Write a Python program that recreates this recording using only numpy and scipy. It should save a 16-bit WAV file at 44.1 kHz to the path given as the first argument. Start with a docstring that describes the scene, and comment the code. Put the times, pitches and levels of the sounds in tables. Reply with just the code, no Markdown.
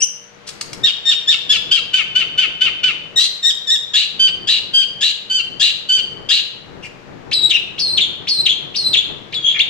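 """A shrike sings in a wire cage in a small, lively room, over the murmur of distant traffic.
After a squeak and a few dry ticks it chatters falling yelps, alternates clear notes with harsh rasps,
pauses, then gives long whistles, most of which end in a rough chuck, and closes on short slurs.
The voice is harmonic synthesis with irregular cycles, shaped by throat and beak; the ticks are noise bursts.
A room response surrounds the bird; filtered noise makes traffic and hiss, and sines make a motor's hum."""
import sys
import numpy as np
from scipy import signal
from scipy.fft import rfft, irfft, next_fast_len
from scipy.io import wavfile
from scipy.ndimage import uniform_filter1d, minimum_filter1d

SR = 44100
rng = np.random.default_rng(int(sys.argv[2]) if len(sys.argv) > 2 else 0)


def int16_out(signal):
    """Quantize to a 16-bit WAV file."""
    q = np.round(np.clip(np.atleast_2d(signal).T, -1, 1) * 32767)
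    wavfile.write(sys.argv[1], SR, q.astype(np.int16))


N = 427329
TIME = np.arange(N) / SR
CUTOFF_HZ = 15700   # no harmonic is made above this, and the final filter cuts here


def from_db(db):
    """Level law: 20 dB is a factor of ten in amplitude."""
    return 10 ** (np.asarray(db) / 20)


def rms_one(x):
    """Power normalisation to rms 1."""
    return x / np.sqrt(np.mean(x ** 2) + 1e-20)


def at_hz(points, hz):
    """Logarithmic frequency scale: read a (f/Hz, value) table by linear interpolation in log f."""
    known_hz, values = np.transpose(points)
    return np.interp(np.log(np.maximum(hz, 1)), np.log(known_hz), values)


def noise(colour, size):
    """Spectral shaping: white noise weighted by a spectrum, rms 1."""
    padded = next_fast_len(size)
    white = rfft(rng.standard_normal(padded))
    weights = from_db(at_hz(colour, np.fft.rfftfreq(padded, 1 / SR)))
    return rms_one(irfft(white * weights, padded)[:size])


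def flutter(rate_hz, size):
    """Band-limited random modulation: low-passed noise of rms 1, slower than about rate_hz."""
    low_pass = signal.butter(2, min(rate_hz, SR / 4), fs=SR, output="sos")
    settled = signal.sosfilt(low_pass, rng.standard_normal(2 * size))[size:]
    return rms_one(settled)


def add(track, start_s, sound):
    """Linear superposition of a sound on a track."""
    start = max(int(start_s * SR), 0)
    track[start:start + len(sound)] += sound[:max(N - start, 0)]


def ramp(age, start_s, length_s):
    """Linear transition from 0 to 1 over length_s."""
    return np.clip((age - start_s) / max(length_s, .001), 0, 1)


def note_clock(length_s):
    """Local time base: time since a note's start, with a margin for its fade in and out."""
    return np.arange(-.003, length_s + .006, 1 / SR)


def membrane(pitch, rough, throat, jitter, shimmer_db, chaos_hz, tripling):
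    """Self-oscillation of one side of the syrinx: harmonics whose cycles turn irregular as it roughens."""
    size = len(pitch)
    unsteady = pitch * (1 + jitter * rough * flutter(chaos_hz, size) + 0.0061 * flutter(120, size))
    phase = 2 * np.pi * np.cumsum(unsteady) / SR
    # cycles group in threes, which puts side tones between the harmonics
    grouping = np.sin(phase / 3 + .7 * flutter(150, size))
    phase = phase + tripling * np.minimum(rough, .4) * grouping
    order = np.arange(1, 10)[:, None]
    weights = from_db(at_hz(throat, order * pitch)) * (order * pitch < CUTOFF_HZ)
    # roughness smothers the upper harmonics
    weights = weights * from_db(-5 * rough * (order > 2))
    tone = np.sum(weights * np.sin(order * phase), axis=0) / np.sqrt(np.sum(weights ** 2, axis=0) / 2)
    shimmer = from_db(shimmer_db * rough * np.tanh(flutter(chaos_hz, size)))
    # keep the mean power over 10 ms unchanged
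    return tone * shimmer / np.sqrt(uniform_filter1d(shimmer ** 2, size=441))


def song(notes, throat, jitter, shimmer_db, chaos_hz, tripling, rasp, second_ratio, second_db):
    """Source-filter principle: two syrinx sides and turbulent air, both shaped by throat and beak.

    Roughness brings in the lower-pitched second side and the air."""
    out = np.zeros(N)
    for t, pitch, level_db, rough, gape_db in notes:
        rough = np.clip(rough, 0, 1)
        # a wide beak lets the upper harmonics out
        tract = [(hz, db + gape_db * np.clip(np.log2(hz / 3900) * 2, 0, 2)) for hz, db in throat]
        first = membrane(pitch, rough, tract, jitter, shimmer_db, chaos_hz, tripling)
        second = membrane(pitch * second_ratio, rough, tract, jitter, shimmer_db, chaos_hz, tripling)
        second_share = from_db(second_db) * rough ** 2
        air_share = rasp * rough
        # turbulent air is brighter than the tone and comes in uneven puffs
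        hiss = [(hz, db + 6 * (hz > 5000)) for hz, db in tract]
        puffs = from_db(6 * np.tanh(flutter(350, len(t))))
        air = rms_one(noise(hiss, len(t)) * puffs)
        voice = first + second_share * second + air_share * air
        voice = voice / np.sqrt(1 + second_share ** 2 + air_share ** 2)
        gate = np.clip((t - t[0]) / 0.0056, 0, 1) * np.clip((t[-1] - t) / 0.0097, 0, 1)
        add(out, t[0], voice * from_db(level_db) * np.sin(np.pi / 2 * gate) ** 2)
    # so small a beak radiates almost no bass
    return signal.sosfilt(signal.butter(4, 1250, "high", fs=SR, output="sos"), out)


YELP_ATTACK_DB, YELP_ACCENT_S, YELP_ACCENT_DB, YELP_FADE_DB_PER_S = 14, 0.0087, 6.5, 108.5
YELP_SCOOP_S, YELP_FALL_ROUGH, YELP_BREAK_S = 0.0219, .44, .02


def yelp(s, attack_s, hold_s, fall_s, hz, scoop, fall_octaves, peak_db, hold_rough, gape_db):
    """Exponential glide: an accented tone scoops up, holds, then tumbles down and roughens."""
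    age = note_clock(hold_s + fall_s)
    scooped = 1 - scoop * (1 - ramp(age, 0, YELP_SCOOP_S))
    pitch = hz * scooped * 2 ** (-fall_octaves * ramp(age, hold_s, fall_s))
    level_db = (peak_db - YELP_ATTACK_DB * (1 - ramp(age, 0, attack_s))
                - YELP_ACCENT_DB * ramp(age, attack_s, YELP_ACCENT_S)
                - YELP_FADE_DB_PER_S * np.maximum(age - attack_s, 0))
    broken = ramp(age, hold_s - YELP_BREAK_S / 2, YELP_BREAK_S)
    return s + age, pitch, level_db, hold_rough + (YELP_FALL_ROUGH - hold_rough) * broken, gape_db


SAG_AT_S, SAG_WIDTH_S = 0.0195, 0.0175
CLEAR_ATTACK_DB, CLEAR_FADE_DB_PER_S, FRAY_LOSS_DB = 10.5, 32.5, 3
CLEAR_ROUGH, FRAY_S = 0.074, 0.018


def clear_note(s, attack_s, clear_s, frayed_s, hz, sag, last_hz, db, frayed_rough, gape_db):
    """Near-periodic oscillation: a held, clean tone sags briefly, then slides with a frayed end."""
    age = note_clock(clear_s + frayed_s)
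    sagged = 1 - sag * np.exp(-((age - SAG_AT_S) / SAG_WIDTH_S) ** 2)
    pitch = hz * sagged + (last_hz - hz) * ramp(age, clear_s, frayed_s)
    frayed = ramp(age, clear_s, FRAY_S)
    level_db = (db - CLEAR_ATTACK_DB * (1 - ramp(age, 0, attack_s))
                - CLEAR_FADE_DB_PER_S * age - FRAY_LOSS_DB * frayed)
    return s + age, pitch, level_db, CLEAR_ROUGH + (frayed_rough - CLEAR_ROUGH) * frayed, gape_db


# All song levels are those at the bird, before the room; gape is treble/dB, acting above 3.9 kHz.
# Falling yelps: start t/s, attack t/s, onset to fall t/s, fall t/s, held f/Hz, scoop [share of f],
# fall [octaves], peak level/dB, roughness of the hold [0-1], gape/dB
FALLING_YELPS = [ (0.835, 0.012, .025, 0.046, 1867, .02, 0.4, -4, .06, 0),
                 (1.054, 0.044, 0.053, .031, 1837, 0.018, 0.39, -4.5, 0.09, 1.5),
                 (1.275, 0.017, 0.034, .04, 1861, 0.094, 0.51, -3.5, 0.07, 1.5),
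                 (1.492, .019, 0.032, 0.046, 1723, 0.044, .4, -3.5, 0.19, 2.5),
                 (1.711, 0.0075, 0.043, 0.04, 1616, .07, 0.33, -3.5, 0.24, 1),
                 (1.933, 0.012, 0.044, 0.044, 1544, 0.045, 0.34, -4.5, .19, 1),
                 (2.151, 0.012, 0.052, 0.028, 1533, 0.046, 0.29, -4.5, 0.15, -0.5),
                 (2.376, 0.015, 0.043, 0.041, 1539, 0.044, 0.31, -4.5, 0.18, -0.5),
                 (2.608, 0.012, 0.046, 0.036, 1537, 0.042, .33, -4, .19, -1),
                 (2.832, 0.0091, 0.045, .037, 1520, 0.045, 0.31, -4.5, 0.2, -1), ]
# Clear notes: start t/s, attack t/s, clear t/s, frayed t/s, f/Hz, sag [share of f], last f/Hz,
# level/dB, roughness of the frayed end [0-1], gape/dB
HELD_NOTES = [ (3.16, 0.018, .022, 0.081, 1935, 0.036, 2064, -7, 0.54, 4.5),
              (3.428, 0.023, 0.065, 0.019, 1886, 0.038, 1550, -9.5, 0.18, 4),
              (3.671, 0.03, 0.075, 0.017, 1885, .075, 1670, -9.5, 0.17, 3),
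              (4.193, 0.0087, 0.076, 0.024, 1552, 0.0033, 1470, -8.5, 0.5, -1.5),
              (4.735, 0.015, .076, .027, 1595, 0.0196, 1443, -10, 0.24, 0),
              (5.298, 0.013, .076, 0.038, 1539, 0.0031, 1360, -12, 0.19, 2),
              (5.888, 0.0093, 0.077, 0.037, 1564, 0.036, 1413, -10, 0.26, 1.5), ]
# Throat and beak response for high yelps and clear notes: f/Hz, level/dB
OPEN_THROAT = [(1200, -16.5), (1550, -23.5), (1900, -26), (2300, -34.5), (2750, 2), (3100, -0.5),
               (3900, -5), (4650, -9.5), (5500, -21.5), (6300, -24.5), (7500, -23.5), (9700, -49),
               (11800, -42.5), (15500, -69.5)]
# Darker throat and beak response for low yelps: f/Hz, level/dB
DARK_THROAT = [(1200, -11.5), (1550, -22.5), (2000, -9), (2500, 2), (3050, -3.5), (3700, -8), (4600, -20),
               (5400, -25.5), (7600, -29.5), (9500, -65), (12000, -46), (15500, -58)]
LOW_YELP_HZ = 1570   # below this the throat takes the darker shape


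def chatter():
    """Vocal-tract resonance: yelps and clear notes, the low yelps through a darker throat."""
    high_yelps = [yelp(*row) for row in FALLING_YELPS if row[4] >= LOW_YELP_HZ]
    low_yelps = [yelp(*row) for row in FALLING_YELPS if row[4] < LOW_YELP_HZ]
    clear_notes = [clear_note(*row) for row in HELD_NOTES]
    bright = song(high_yelps + clear_notes, OPEN_THROAT, jitter=.05, shimmer_db=8, chaos_hz=450,
                  tripling=.55, rasp=.4, second_ratio=.78, second_db=-5)
    dark = song(low_yelps, DARK_THROAT, jitter=.055, shimmer_db=8, chaos_hz=500,
                tripling=.85, rasp=.5, second_ratio=.83, second_db=-6)
    return bright + dark


SCOLD_ATTACK_S, SCOLD_ATTACK_DB, SCOLD_HOLD_S, SCOLD_FADE_DB_PER_S = 0.021, 7, 0.037, 127.5
SCOLD_ROUGH, SCOLD_ROUGHENS_PER_S = 0.4, 6.7
SCOLD_RASP_HZ, SCOLD_SWEEP_S = 1979, 0.00906


def scold(s, length_s, first_hz, sweep_at_s, peak_db, gape_db):
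    """Loss of periodicity: a voiced start sweeps up into a rasp that roughens as it fades."""
    age = note_clock(length_s)
    swept = (1 + np.tanh((age - sweep_at_s) / SCOLD_SWEEP_S)) / 2
    pitch = first_hz + (SCOLD_RASP_HZ - first_hz) * swept
    level_db = (peak_db - SCOLD_ATTACK_DB * (1 - ramp(age, 0, SCOLD_ATTACK_S))
                - SCOLD_FADE_DB_PER_S * np.maximum(age - SCOLD_HOLD_S, 0))
    return s + age, pitch, level_db, SCOLD_ROUGH + SCOLD_ROUGHENS_PER_S * age, gape_db


# Scolds: start t/s, length t/s, first f/Hz, middle of sweep after t/s, peak level/dB, gape/dB
RASPING_SCOLDS = [(3.936, 0.12, 1693, .03, -10, -2.5), (4.473, 0.12, 1600, .02, -10, -3),
                  (5.009, 0.11, 1667, .028, -10.5, -1.5), (5.598, .112, 1625, .024, -8.5, -1.5),
                  (6.289, 0.12, 1615, 0.025, -9, -2.5)]
# Throat and beak response while scolding: f/Hz, level/dB
RASP_THROAT = [(1200, -65), (1700, -18), (2200, -30.5), (2850, 8.5), (3300, -3), (3950, 2), (4500, -0.5),
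               (5400, -20.5), (7300, -8.5), (8500, -24.5), (10000, -51.5), (12000, -30), (15500, -66.5)]


def scolding():
    """Chaotic oscillation: the harsh rasps, strongly shimmering and with a strong second side."""
    return song([scold(*row) for row in RASPING_SCOLDS], RASP_THROAT, jitter=.035, shimmer_db=11,
                chaos_hz=330, tripling=.3, rasp=.45, second_ratio=.73, second_db=-2)


LEAP_FROM, LEAP_OVER, LEAP_S, SETTLE_S = .47, 1.14, 0.021, .041   # pitch ratios; times from the start
LEAP_ROUGH, WHISTLE_ROUGH, BOW_LOWEST_S = 0.714, 0.083, .122
LEAP_ATTACK_DB, SWELL_S, WHISTLE_RELEASE_DB = 9, 0.045, 14


def whistle(s, length_s, hz, bow, leap_db, lull_db, swell_at_s, swell_db, last_rough, gape_db):
    """Pitch overshoot: a rough leap settles on a purer, bowed tone that lulls, swells and lets go."""
    age = note_clock(length_s)
    leap = np.interp(age, [0, LEAP_S, SETTLE_S], [LEAP_FROM, LEAP_OVER, 1])
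    pitch = hz * leap * (1 + bow * (age - BOW_LOWEST_S) ** 2)
    released = ramp(age, swell_at_s, length_s - swell_at_s)
    level_db = (leap_db - LEAP_ATTACK_DB * (1 - ramp(age, 0, LEAP_S))
                + (lull_db - leap_db) * ramp(age, SETTLE_S, SWELL_S)
                + (swell_db - lull_db) * ramp(age, swell_at_s - SWELL_S, SWELL_S)
                - WHISTLE_RELEASE_DB * released)
    rough = np.interp(age, [LEAP_S, SETTLE_S], [LEAP_ROUGH, WHISTLE_ROUGH])
    rough = rough + (last_rough - WHISTLE_ROUGH) * released
    return s + age, pitch, level_db, rough, gape_db


DIVE_TOP_HZ, DIVE_BOTTOM_HZ, DIVE_ARCH_DB, DIVE_ROUGH = 4400, 2374, 17.5, 0.523
REBOUND_RISE_S, REBOUND_SAG_HZ_PER_S = .017, 10460
REBOUND_FADE_DB_PER_S, REBOUND_ROUGH = 166, 0.38


def chuck(s, dive_s, rebound_s, rebound_hz, dive_db, rebound_db, gape_db):
    """Rapid frequency modulation: a loud dive, then a rebound that sags and fades."""
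    age = note_clock(dive_s + rebound_s)
    dived, risen = ramp(age, 0, dive_s), ramp(age, dive_s, REBOUND_RISE_S)
    after_s = np.maximum(age - dive_s - REBOUND_RISE_S, 0)
    pitch = (DIVE_TOP_HZ + (DIVE_BOTTOM_HZ - DIVE_TOP_HZ) * dived
             + (rebound_hz - DIVE_BOTTOM_HZ) * risen - REBOUND_SAG_HZ_PER_S * after_s)
    dive_level_db = dive_db - DIVE_ARCH_DB * np.abs(2 * dived - 1)
    level_db = dive_level_db * (1 - risen) + rebound_db * risen - REBOUND_FADE_DB_PER_S * after_s
    return s + age, pitch, level_db, DIVE_ROUGH + (REBOUND_ROUGH - DIVE_ROUGH) * risen, gape_db


SLUR_EASE, SLUR_ARCH_DB = 2.1, 8


def slur(s, length_s, first_hz, last_hz, peak_db, rough, gape_db):
    """Decelerating glide: quick at first and loudest in the middle."""
    age = note_clock(length_s)
    done = ramp(age, 0, length_s)
    pitch = last_hz + (first_hz - last_hz) * (1 - done) ** SLUR_EASE
    level_db = peak_db - SLUR_ARCH_DB * (2 * done - 1) ** 2
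    return s + age, pitch, level_db, np.full(len(age), rough), gape_db


# Long whistles: start t/s, length t/s, lowest f/Hz once settled, bow [share of f per s^2],
# leap level/dB, lull level/dB, swell complete after t/s, swell level/dB, last roughness [0-1], gape/dB
LONG_WHISTLES = [ (7.314, 0.15, 3864, 4.6, -13, -19, .146, -5.5, 0.17, -0.5),
                 (7.78, 0.2, 4130, 13.1, -16.5, -18, 0.13, -14.5, 0, -2),
                 (8.271, 0.15, 4086, 11.1, -14.5, -17.5, 0.14, -11.5, 0.2, -1.5),
                 (8.744, .174, 4066, 13, -17, -21.5, 0.13, -11, 0.05, -1),
                 (9.324, 0.21, 3289, 6.5, -20, -30, 0.14, -6.5, 0.56, -3), ]
# Chucks: start t/s, dive t/s, rebound t/s, rebound f/Hz, dive level/dB, rebound level/dB, gape/dB
ROUGH_CHUCKS = [ (7.494, 0.035, 0.043, 2875, -6.5, -10.5, 0), (7.968, 0.027, 0.057, 3648, -5, -10.5, -2),
                (8.453, .026, .055, 3510, -5, -10.5, -1.5), (8.928, 0.029, 0.039, 3603, -3.5, -10, -1.5), ]
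# Slurs: start t/s, length t/s, first f/Hz, last f/Hz, peak level/dB, roughness [0-1], gape/dB
SHORT_SLURS = [(6.825, 0.05, 2800, 2405, -31.5, 0.8, 7), (9.543, .04, 2470, 2300, -21.5, 0.83, -14),
               (9.591, .031, 1663, 3770, -8, 0.23, -5)]
# Throat and beak response while whistling: f/Hz, level/dB
PURE_THROAT = [(1400, -75), (2300, 18.5), (3000, 25.5), (4200, 7), (5200, 2.5), (6500, 1), (8300, -10),
               (10000, -24.5), (12200, -21.5), (15500, -65)]


def whistling():
    """Resonance near the fundamental: whistles, chucks and slurs with weak upper harmonics."""
    notes = [whistle(*row) for row in LONG_WHISTLES]
    notes += [chuck(*row) for row in ROUGH_CHUCKS]
    notes += [slur(*row) for row in SHORT_SLURS]
    return song(notes, PURE_THROAT, jitter=0.135, shimmer_db=1, chaos_hz=530,
                tripling=0, rasp=0.21, second_ratio=0.6, second_db=-15.0)


# Contour of the opening squeak: t/s, f/Hz, level/dB, roughness [0-1]
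SQUEAK_CONTOUR = [(.003, 2650, -27, 0.25), (.018, 2834, -16, 0.81), (.028, 3093, -6, 0.04),
                  (0.037, 2915, -15, 0.28), (.048, 2820, -18, 0.32)]
# Throat and beak response for the squeak: f/Hz, level/dB
SHRILL_THROAT = [(1500, -41), (3000, -18), (4300, -46), (6000, -5), (7500, -21), (9000, -26.5),
                 (12000, -42), (15500, -47)]


def squeak():
    """Frequency modulation: a brief, shrill arch of pitch."""
    s, *columns = np.transpose(SQUEAK_CONTOUR)
    t = s[0] + note_clock(s[-1] - s[0])
    note = (t, *[np.interp(t, s, column) for column in columns], 0)
    return song([note], SHRILL_THROAT, jitter=0.065, shimmer_db=7.0, chaos_hz=507,
                tripling=0, rasp=0.24, second_ratio=0.97, second_db=-29)


# Dry ticks: t/s of the peak, envelope peak level/dB before the room, decay time constant t/s
BILL_TICKS = [(.476, -28.5, 0.017), (.49, -20, 0.0034), (0.612, -12.5, 0.0027), (.732, -18.5, .003)]
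# Spectrum of a tick: f/Hz, level/dB
TICK_SPECTRUM = [(300, -46), (1200, -16), (2000, -15), (3800, -6.5), (5400, -4.5), (6500, -10),
                 (8300, -12.5), (10000, -20), (12500, -28), (15500, -57)]


def ticks():
    """Impulsive excitation: very short toneless bursts from the bill."""
    out, t = np.zeros(N), np.arange(SR // 10) / SR
    lead_s = .01   # room for the rise before each peak
    for s, peak_db, decay_s in BILL_TICKS:
        rise, decay = np.exp((t - lead_s) / (.3 * decay_s)), np.exp((lead_s - t) / decay_s)
        add(out, s - lead_s, from_db(peak_db) * np.minimum(rise, decay) * noise(TICK_SPECTRUM, len(t)))
    return out


# Reverberation time of the diffuse tail, the time to fall 60 dB: f/Hz, t/s
REVERBERATION = [(1000, 0.64), (3200, 0.62), (6000, 0.48), (9000, 0.32), (15000, 0.67)]


def room(x, direct_db, early_db, early_t60, tail_db, lag_s):
    """Reverberation: direct sound, quick scatter from nearby surfaces and a diffuse tail.

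    Scatter and tail differ at each microphone; the direct sound reaches the right one lag_s late."""
    t = np.arange(int(.8 * SR)) / SR
    edges = np.geomspace(700, 16000, num=9)
    heard = []
    for side in range(2):
        tail = 0
        for low, high in zip(edges, edges[1:]):
            band_pass = signal.butter(2, [low, high], "band", fs=SR, output="sos")
            band = signal.sosfilt(band_pass, rng.standard_normal(len(t)))
            tail = tail + band * from_db(-60 * t / at_hz(REVERBERATION, np.sqrt(low * high)))
        tail *= np.clip((t - .006) / 0.0077, 0, 1)
        # sparse random reflections, about 900 per second
        arrivals = (rng.random(len(t)) < 900 / SR) * (t > .001)
        early = rng.standard_normal(len(t)) * arrivals * from_db(-60 * t / early_t60)
        response = from_db(tail_db) * tail / np.linalg.norm(tail)
        response = response + from_db(early_db) * early / np.linalg.norm(early)
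        direct = np.interp(TIME - side * lag_s, TIME, x)
        heard.append(from_db(direct_db) * direct + signal.fftconvolve(x, response)[:N])
    return np.array(heard)


def wide_noise(colour, left_db):
    """Diffuse field: noise unrelated at the two microphones, left_db louder on the left."""
    return np.array([noise(colour, N), noise(colour, N)]) * from_db([[left_db / 2], [-left_db / 2]])


# Spectrum of the distant traffic: f/Hz, level/dB per Hz
TRAFFIC_SPECTRUM = [(20, -2.5), (45, -3), (90, 1), (140, 8), (230, 2), (380, 4.5), (600, -2), (1000, -7),
                    (2000, -13), (5000, -51.5)]
# Level of the low background rumble, which drops abruptly, often just after a loud note, then climbs
# back: t/s, level/dB before the gain, random drift and left-right balance
RUMBLE_LEVELS = [(0.0, -48), (0.05, -59.5), (0.83, -35), (0.89, -50), (1.67, -42.5), (3.18, -40.5),
                 (3.21, -49.5), (4.1, -50.5), (4.21, -41.5), (5.05, -43.5), (5.1, -54.5), (5.56, -36),
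                 (5.69, -49), (6.21, -34), (6.4, -51), (6.69, -39), (9.28, -38.5), (9.69, -42)]
TRAFFIC_GAIN_DB = -0.85


def traffic():
    """Spectrally shaped noise: a low rumble drops abruptly and climbs back, with a small random drift."""
    level_db = np.interp(TIME, *np.transpose(RUMBLE_LEVELS)) + TRAFFIC_GAIN_DB + 2.0 * flutter(5.7, N)
    return from_db(level_db) * wide_noise(TRAFFIC_SPECTRUM, left_db=7)


# Spectrum of the hiss: f/Hz, level/dB per Hz
AIR_SPECTRUM = [(100, -11), (600, 2), (1200, 2), (2200, 1.5), (4000, -5.5), (7000, -15), (9000, -28.5),
                (12000, -32), (15500, -43)]
# Level of the hiss, which rises, steps up near 0.46 s, then changes slowly:
# t/s, level/dB before the left-right balance
AIR_LEVELS = [(0, -51.5), (.45, -46), (.48, -43.5), (5, -47.5), (9.69, -46)]


def air_hiss():
    """Broadband noise: a diffuse hiss rises, steps up near 0.46 s, then changes slowly in level."""
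    return from_db(np.interp(TIME, *np.transpose(AIR_LEVELS))) * wide_noise(AIR_SPECTRUM, left_db=5.5)


# Tones of a motor: f/Hz, rms level/dB before the left-right balance
MOTOR_TONES = [(134, -62.5), (200, -59), (474, -56.5), (592, -60.5)]


def motor_hum():
    """Discrete line spectrum: a motor's sine tones with slowly wandering phase, louder on the left."""
    hum = np.zeros(N)
    for hz, db in MOTOR_TONES:
        hum += from_db(db) * np.sqrt(2) * np.sin(2 * np.pi * hz * TIME + 1.5 * flutter(2.28, N))
    return hum * from_db([[2.5], [-4]])


def scene():
    """Superposition: one bird in its room, heard a little to the left, over the background."""
    dry_bird = chatter() + scolding() + whistling() + squeak() + ticks()
    bird = room(dry_bird, direct_db=-2, early_db=-3.5, early_t60=0.061, tail_db=-8.0, lag_s=.000045)
    return bird * from_db([[1.8], [-2.1]]) + traffic() + air_hiss() + motor_hum()


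def record(dry):
    """Peak limiting and band limiting: a fast shared gain tames the loudest notes; the top is cut."""
    over = np.maximum(np.abs(dry).max(axis=0) / .98, 1)
    gain = uniform_filter1d(minimum_filter1d(1 / over, size=90), size=90)   # 90 samples, about 2 ms
    low_pass = signal.ellip(10, .1, 70, CUTOFF_HZ, fs=SR, output="sos")
    return signal.sosfilt(low_pass, dry * gain)


dry = scene()
out = record(dry)
int16_out(out)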